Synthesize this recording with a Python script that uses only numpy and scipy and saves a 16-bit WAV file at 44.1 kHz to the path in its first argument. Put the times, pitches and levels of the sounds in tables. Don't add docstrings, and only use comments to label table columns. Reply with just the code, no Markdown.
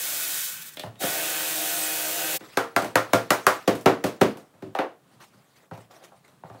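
import sys
import numpy as np
from scipy import signal
from scipy.fft import rfft, irfft, next_fast_len
from scipy.io import wavfile
from scipy.ndimage import uniform_filter1d, map_coordinates

SR = 44100
rng = np.random.default_rng(int(sys.argv[2]) if len(sys.argv) > 2 else 0)


def magnitude_from_level(level_db):
    exponent = np.asarray(level_db, float) / 20
    return 10 ** exponent


def inscribe(sig):
    pcm = np.round(np.clip(np.atleast_2d(sig).T, -1, 1) * 32767)
    wavfile.write(sys.argv[1], SR, pcm.astype(np.int16))


N = 291060
SCENE_CHANGE_S = 2.388

# frequency [Hz], level [dB per Hz].
AIR_COLOUR = [(24, -30), (40, -16), (140, 10), (410, -2), (935, -4), (1090, -2.5), (2140, -13), (4090, -14),
              (5390, -22), (8450, -18), (15800, -36)]
# frequency [Hz], time to fall 60 dB [s].
ROOM_DECAY = [(100, 0.39), (300, 0.32), (1000, .26), (4000, 0.27), (13000, 0.22)]

# start [s], length [s], rustle [dB], scrape [dB].
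HAND_STROKES = [(2.39, 0.15, -49.5, -61), (4.53, 0.049, -97, -72.5), (5.11, 0.034, -66, -67),
                (5.2, 0.046, -50, -54.5), (5.3, 0.24, -65, -70), (5.555, 0.039, -59, -70),
                (5.62, 0.049, -67, -61.5), (5.73, 0.031, -55, -69.5), (5.8, 0.033, -58, -66),
                (5.905, .05, -58.5, -53.5), (5.96, 0.065, -59.5, -55), (6.022, .035, -53.5, -54),
                (6.085, .005, -57.5, -66), (6.15, 0.028, -63, -73), (6.243, .008, -59.5, -60),
                (6.275, .02, -63, -65), (6.45, .15, -63, -58.5)]
# frequency [Hz], level [dB per Hz].
CLOTH_COLOUR = [(710, -4), (1200, -0.5), (1730, -5), (1860, -2), (2520, -4.5), (4600, -7.5), (15600, -18)]
# frequency [Hz], level [dB per Hz].
DRAG_COLOUR = [(180, -40.5), (300, 1.5), (755, 5), (968, -7), (1110, -1), (2500, -15.5), (3250, -44.5),
               (5500, -120)]

# time [s], frequency [Hz], level [dB].
SOCKET_SONG = [
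    [(0, 8240, -55), (.4, 8360, -46), (.5, 8200, -70)],
    [(1.2, 8150, -65), (1.35, 8240, -47), (1.7, 8260, -49), (1.85, 8140, -30.5), (1.9, 8200, -65)],
]
# time [s], frequency [Hz], level [dB].
SOCKET_PING = [
    [(2.573, 8280, -52), (2.7, 8280, -75)],
    [(2.764, 8285, -45), (2.94, 8285, -72)],
]
# frequency [Hz], level [dB].
CONTROL_WHINE = [(3763, -59), (7407, -68), (11073, -71)]
# time [s], whine level [dB].
TRIGGER = [
    (.962, -20),
    (.978, -8),
    (1.0, 12),
    (1.012, -15),
]

# time [s], shaft speed [turns per s], load pressed into the bench [dB].
COASTING = [
    (0.0, 140, -6),
    (0.35, 156.4, -12.5),
    (0.426, 152.9, -19.5),
    (0.48, 131.4, -20),
    (0.594, 106.7, -25),
    (0.682, 98.5, -49),
    (0.775, 77, -70),
]
# time [s], shaft speed [turns per s], load pressed into the bench [dB].
DRIVING = [
    (0.986, 120.6, -28),
    (1.014, 130.9, 4),
    (1.046, 128.6, 7.5),
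    (1.141, 153.5, -2),
    (1.184, 152.1, 1.5),
    (1.3, 154.2, -2),
    (2.1, 156.2, -1.5),
    (2.355, 156.4, 1.5),
    (2.383, 159.4, -13),
]
# multiple of shaft speed, level [dB].
SHAFT_ORDERS = [(1, -10.5), (2, 1.5), (3, -4.5), (4, -0.5), (4.41, 4), (5, 0), (6, -2.5), (8, -4.5),
                (10, -6), (11, -6), (16, 0), (17, -3.5), (18, -1), (19, -4.5)]
# frequency [Hz], level [dB per Hz].
HISS_COLOUR = [(530, -61), (900, -7.5), (967, -19.5), (1000, -10), (1230, -8), (1700, -4.5), (2080, -5),
               (2580, -5), (3870, -4.5), (4970, -0.5), (8210, 1), (9140, 0.5), (15600, 2)]
# frequency [Hz], width [Hz], level over the hiss [dB].
HOUSING_MODES = [(1480, 50, 4), (1530, 47, -12.5), (1719, 31, -1.5), (2330, 29, -4), (2320, 50, -20),
                 (2576, 22, 4), (3000, 110, -3), (3360, 320, -3), (3530, 60, 2.5), (3805, 160, -0.5),
                 (4350, 48, 1.5), (6180, 69, -2), (7150, 220, -5.5), (8200, 210, -2.5), (11300, 150, -3.5),
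                 (12600, 110, -8.5), (14330, 20, -10), (14750, 370, -3)]
# frequency [Hz], width [Hz], level [dB].
DRONE_MODES = [(110, 10, -17), (164, 23, -13.5), (210, 14, -18), (330, 13, -3.5), (398, 16, -4.5),
               (522.6, 17, 1), (614, 22, -3), (693.5, 8.5, 3), (774, 9.5, 0), (877, 24, -12.5)]

# frequency [Hz], level [dB], time to fall 60 dB [s].
BENCH_AND_CASE_MODES = [(114, 5, 0.26), (169.8, 4, 0.079), (199, -0.5, 0.12), (229, -6, 0.081), (284.2, 4.5, 0.12),
                        (310.4, -2.5, 0.19), (381, 1.5, 0.19), (407.3, -1.5, 0.17), (462.4, -9, 0.39),
                        (522, 2.5, .2), (606, 0.5, 0.2), (682, -1.5, 0.24), (772, -4, 0.18), (897, -11.5, 0.099),
                        (1176, -10.5, .22), (1234, -12, 0.067), (1338, -11, 0.12), (1386, -8, .2), (1572, -1, 0.043),
              (1806, -14, 0.34), (1870, -6.5, 0.1), (2080, -25.5, .2), (2220, -12, 0.1), (2540, -11, 0.055),
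              (2630, -13, 0.05), (2930, -11, 0.31), (3430, -6, .12), (3820, -10.5, .1)]
# time [s], strength [dB], wood over case [dB], sharpness [dB].
CLACKS = [
    (0.77, -44, 7.2, 8),
    (0.7948, -45, 6.6, 15),
    (0.955, -63.5, 3.7, 4),
]
# time [s], strength [dB], wood over case [dB], sharpness [dB].
KICKS = [
    (1.011, -42.5, 7, -21),
    (1.033, -23.5, 6, -40.5),
    (1.069, -39, -2.1, -19.5),
]
# time [s], strength [dB], wood over case [dB], sharpness [dB].
KNOCKS = [
    (0.8345, -34.5, -10.5, -8),
    (0.8594, -41, 3, -6),
    (4.5363, -54.5, 0.4, -17),
    (5.3382, -59, 13, 1),
    (5.7109, -32.5, -7.5, -19.5),
    (5.7743, -42.5, 1, -5.5),
    (6.2794, -57.5, -9, 2.5),
    (6.4344, -38, -11, -26),
    (6.4986, -41.5, -6.5, -19),
    (6.5455, -45.5, -10, -15),
]
# time [s], strength [dB], wood over case [dB], sharpness [dB].
TAPS = [
    (2.4044, -36, 15, -12.5),
    (4.7496, -25.5, -18.5, -12),
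    (4.7866, -13.5, -2, -20.5),
    (6.1177, -49.5, -18, -26),
]
# time [s], strength [dB], wood over case [dB], sharpness [dB].
REBOUNDS = [
    (2.8194, -23, 2.5, -5),
    (2.8436, -26, 3, -3),
    (3.7509, -35.5, 3, 5),
    (3.8102, -49.5, -3, 14),
    (4.0634, -30, 3, 1),
    (4.37, -45.5, -2, 6),
    (4.6214, -34, 12.5, -14.5),
    (4.6646, -44.5, 23, -14),
]
# time [s], strength [dB], wood over case [dB], sharpness [dB].
BLOWS = [
    (2.5714, -15.5, -7, -5),
    (2.7624, -15.5, -7, -3),
    (2.9552, -12.5, -7, -3.5),
    (3.1322, -12, 2.5, -3.5),
    (3.3044, -13.5, -5.5, 1.5),
    (3.4664, -12, -11.5, 0),
    (3.6752, -13, 14, -8.5),
    (3.8581, -7.5, 6, -13.5),
    (4.0386, -18.5, 11.5, -5.5),
    (4.2111, -10, 14, -11),
]
# edge, thud, wood, case, clank [Hz], for each kind of contact.
BLOW_HZ = [9000, 130, 290, 1300, 3000]
KNOCK_HZ = [9000, 140, 330, 850, 3400]
TAP_HZ = [8000, 140, 330, 760, 1900]
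CLACK_HZ = [6000, 140, 600, 1150, 3400]
PART_SPREAD = [-8.5, 12, 7.5, 9.5, 3.5]


def unit(x):
    return x / np.sqrt(np.mean(x ** 2) + 1e-20)


def along(points, hz):
    f, v = np.transpose(points)
    return np.interp(np.log(hz + 1), np.log(f + 1), v)


def curves(*tables, rest=-120):
    t = np.arange(N) / SR
    out = np.full((len(tables[0][0]) - 1, N), float(rest))
    for rows in tables:
        s, *cols = np.transpose(rows)
        inside = (t >= s[0]) & (t <= s[-1])
        out[:, inside] = [np.interp(t[inside], s, c) for c in cols]
    return out


def wobble(rate):
    return map_coordinates(rng.standard_normal(int(N * rate / SR) + 4), [np.arange(N) * rate / SR])


def filtered(x, response):
    m = next_fast_len(N + SR // 2)
    return unit(irfft(rfft(x, m) * response(np.fft.rfftfreq(m, 1 / SR)), m)[:N])


def peaks(modes, f):
    total = 0
    for k, (centre, width, db) in enumerate(modes):
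        damping = 1j * f * width
        total = total + (-1) ** k * magnitude_from_level(db) * damping / (centre * centre - f * f + damping)
    return total


def grit(spiky_db):
    return rng.standard_normal(N) * magnitude_from_level(spiky_db * rng.standard_normal(N))


def causal(gain_db):
    c = irfft(gain_db * np.log(10) / 20)
    c[1:len(c) // 2] *= 2
    c[len(c) // 2 + 1:] = 0
    return np.exp(rfft(c))


def room_tail(size, rise_s):
    hz, t, z = signal.stft(rng.standard_normal(size), SR, nperseg=256)
    decay = magnitude_from_level(-60 * t / along(ROOM_DECAY, hz)[:, None])
    answer = signal.istft(z * decay, SR, nperseg=256)[1][:size]
    answer *= 1 - np.exp(-np.arange(size) / SR / rise_s)
    return answer / np.linalg.norm(answer)


def garage_air():
    level_db = -61.5 + 1.5 * wobble(4.6) + 2 * wobble(13)
    air = filtered(rng.standard_normal(N), lambda f: magnitude_from_level(along(AIR_COLOUR, f)))
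    mic_hiss = filtered(rng.standard_normal(N), lambda f: f > 5000)
    return magnitude_from_level(level_db) * air + magnitude_from_level(-72.5) * mic_hiss


def strokes(rows, fade_db_s):
    t = np.arange(N) / SR
    swell_db_s = 1599.5
    power = 0
    for s, hold, *db in rows:
        swell_db = swell_db_s * np.minimum(t - s - .006, 0)
        fade_db = -fade_db_s * np.maximum(t - s - hold, 0)
        power = power + magnitude_from_level(2 * (np.minimum(swell_db, fade_db) + np.array(db)[:, None]))
    return np.sqrt(power)


def hands():
    jiggle = [(s, 0, force + sharp - 26, force - 29) for s, force, woody, sharp in BLOWS]
    rustling, scraping = strokes(HAND_STROKES, fade_db_s=325) + strokes(jiggle, fade_db_s=86)
    cloth = filtered(grit(spiky_db=3), lambda f: magnitude_from_level(along(CLOTH_COLOUR, f)))
    z = signal.stft(cloth, nperseg=256)[2]
    patches = uniform_filter1d(rng.standard_normal(z.shape), size=5, axis=0)
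    patches = uniform_filter1d(patches, size=9, axis=1)
    rustle = unit(signal.istft(z * magnitude_from_level(4 * unit(patches)), nperseg=256)[1][:N])
    scrape = filtered(grit(spiky_db=4), lambda f: magnitude_from_level(along(DRAG_COLOUR, f)))
    return rustling * magnitude_from_level(2 * wobble(60)) * rustle + scraping * magnitude_from_level(2.5 * wobble(30)) * scrape


def singing():
    t = np.arange(N) / SR
    hz, db = curves(*SOCKET_SONG, *SOCKET_PING)
    phase = 2 * np.pi * np.cumsum(hz + 25 * wobble(55)) / SR
    socket = magnitude_from_level(db + 2.7 * wobble(30)) * np.sin(phase)
    trigger_db, = curves(TRIGGER)
    whine = sum(magnitude_from_level(level) * np.sin(2 * np.pi * f * t) for f, level in CONTROL_WHINE)
    return socket + magnitude_from_level(trigger_db) * whine


def motor():
    t = np.arange(N) / SR
    speed, load_db = curves(COASTING, DRIVING)
    since, left = t - DRIVING[0][0], DRIVING[-1][0] - t
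    driven = (since >= 0) & (left >= 0)
    free_speed = 154.2
    slow_db = np.minimum(20 * np.log10(np.maximum(speed, 1e-3) / free_speed), 0)
    catch_db = -45 * np.exp(-np.abs(since) / .013)
    edge_db = catch_db - 25 * np.clip(1 - left / .011, 0, 1)
    coast_db = 4.9 * np.minimum(slow_db + .73, 0) + .55 * slow_db * wobble(90)
    hiss_db = -28 + np.where(driven, edge_db, coast_db)
    bind_db = 3.5 * np.exp(-np.abs(since) / .35)
    rattle_db = -37 + .17 * load_db + np.where(driven, 1.1 * edge_db + bind_db, 1.5 * slow_db)
    shake_db = -42 + load_db
    hum_db = -45 + 1.14 * np.minimum(load_db, 0) + 13 * slow_db
    return speed, hiss_db, rattle_db, shake_db, hum_db


def ratchet():
    speed, hiss_db, rattle_db, shake_db, hum_db = motor()
    turn = 2 * np.pi * np.cumsum(np.maximum(speed, 0) * (1 + .002 * wobble(30))) / SR
    throb = 1 + .082 * np.cos(turn)
    walls = room_tail(SR // 3, .003)

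    def in_room(x, room_db):
        return x + magnitude_from_level(room_db) * signal.fftconvolve(x, walls)[:N]

    def colour(f):
        return magnitude_from_level(along(HISS_COLOUR, f)) * np.sqrt(1 + np.abs(peaks(HOUSING_MODES, f)) ** 2 * 4)

    hiss = filtered(in_room(throb * grit(spiky_db=2), room_db=-10),
                    lambda f: colour(f) / np.sqrt(1 + (3000 / (f + 1)) ** 8))
    rattle = filtered(in_room(throb * grit(spiky_db=1.5), room_db=-3),
                      lambda f: colour(f) / np.sqrt(1 + (f / 3000) ** 8))
    orders = sum(magnitude_from_level(db + 2.3 * wobble(12)) * np.sin(k * turn + k * k) for k, db in SHAFT_ORDERS)
    drone = filtered(grit(spiky_db=4.5), lambda f: peaks(DRONE_MODES, f) / (1 + (90 / (f + 1)) ** 6))
    noise = magnitude_from_level(hiss_db + .35 * wobble(5.8)) * hiss + magnitude_from_level(rattle_db + .4 * wobble(22)) * rattle
    return noise + magnitude_from_level(shake_db) * drone + magnitude_from_level(hum_db) * orders


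def ringing(t, ring_db):
    ring = 0
    for hz, db, t60 in BENCH_AND_CASE_MODES:
        fading = magnitude_from_level(db + rng.normal(0, 3.9) - 60 * t / t60)
        ring = ring + fading * np.sin(2 * np.pi * hz * rng.normal(1, .006) * t)
    return magnitude_from_level(ring_db) * ring


def contacts(table, part_hz, thud_db, clank_db, crack_db, ring_db, travel_s, soft_s=.0001):
    size = SR // 2
    out = np.zeros(N + size)
    t, f = np.arange(size) / SR, np.fft.rfftfreq(size, 1 / SR)
    for s, force, woody, sharp in table:
        wood, case = force + woody / 2, force - woody / 2
        clank = force + clank_db + .35 * sharp
        parts_db = np.add([force + sharp, wood + thud_db, wood, case, clank], PART_SPREAD)
        contact_s = np.clip(.0017 + soft_s * woody, .0007, .005)
        slow_lows = np.exp(-2j * np.pi * (travel_s + .8 * contact_s) * 300 * np.log(1 + f / 60))
        crack = t / contact_s * np.exp(-t / contact_s) * rng.standard_normal(size)
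        crack[round(contact_s * SR)] += .29 * np.linalg.norm(crack)
        crack /= np.linalg.norm(crack)
        direct = magnitude_from_level(crack_db) * rfft(crack) * 1j * f / (1j * f + 600)
        sound = ringing(t, ring_db) + room_tail(size, 2 * contact_s)
        tone = sorted(zip(part_hz, parts_db))
        low_db, high_db = tone[0][1], tone[-1][1]
        tone = [(30, low_db - 12), (75, low_db - 14)] + tone + [(15000, high_db - 3)]
        heard = (rfft(sound) + direct) * slow_lows * causal(along(tone, f))
        out[round(s * SR):][:size] += irfft(heard, size)
    return out[:N]


def clacks():
    return magnitude_from_level(24) * contacts(CLACKS, CLACK_HZ, thud_db=-17, clank_db=9.5, crack_db=2.5, ring_db=-38,
                              travel_s=.004, soft_s=-.000074)


def bumps():
    def bump(rows, thud_db, clank_db, part_hz=KNOCK_HZ):
        return contacts(rows, part_hz, thud_db, clank_db, crack_db=-1, ring_db=-44.5, travel_s=.007)

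    heavy = bump(KNOCKS, thud_db=3.5, clank_db=-12) + bump(KICKS, thud_db=-9.5, clank_db=1)
    again = bump(REBOUNDS, thud_db=-9, clank_db=-8.5)
    light = bump(TAPS, thud_db=-23.5, clank_db=3, part_hz=TAP_HZ)
    return magnitude_from_level(25) * (heavy + again + light)


def mallet():
    return magnitude_from_level(26) * contacts(BLOWS, BLOW_HZ, thud_db=-15, clank_db=-6.5, crack_db=1.63, ring_db=-43.5,
                              travel_s=.005)


def scene():
    mono = garage_air() + hands() + singing() + ratchet() + clacks() + bumps() + mallet()
    return np.array([mono, mono])


def low_pass(x):
    return signal.sosfilt(signal.butter(12, 17040, fs=SR, output="sos"), x)


def record(dry):
    since = np.arange(N) / SR - SCENE_CHANGE_S
    dip_db = -4 * np.exp(-(since / .011) ** 2)
    x = dry * magnitude_from_level(np.where(since < 0, 1, -1) + dip_db)
    x = signal.sosfilt(signal.butter(3, 75, "high", fs=SR, output="sos"), x)
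    in_band = np.fft.rfftfreq(2 * N, 1 / SR) < 15750
    x = irfft(rfft(x, 2 * N) * in_band, 2 * N)[:, :N]
    x = x / (1 + np.abs(x / .95) ** 8) ** (1 / 8)
    return low_pass(x)


dry = scene()
out = record(dry)
inscribe(out)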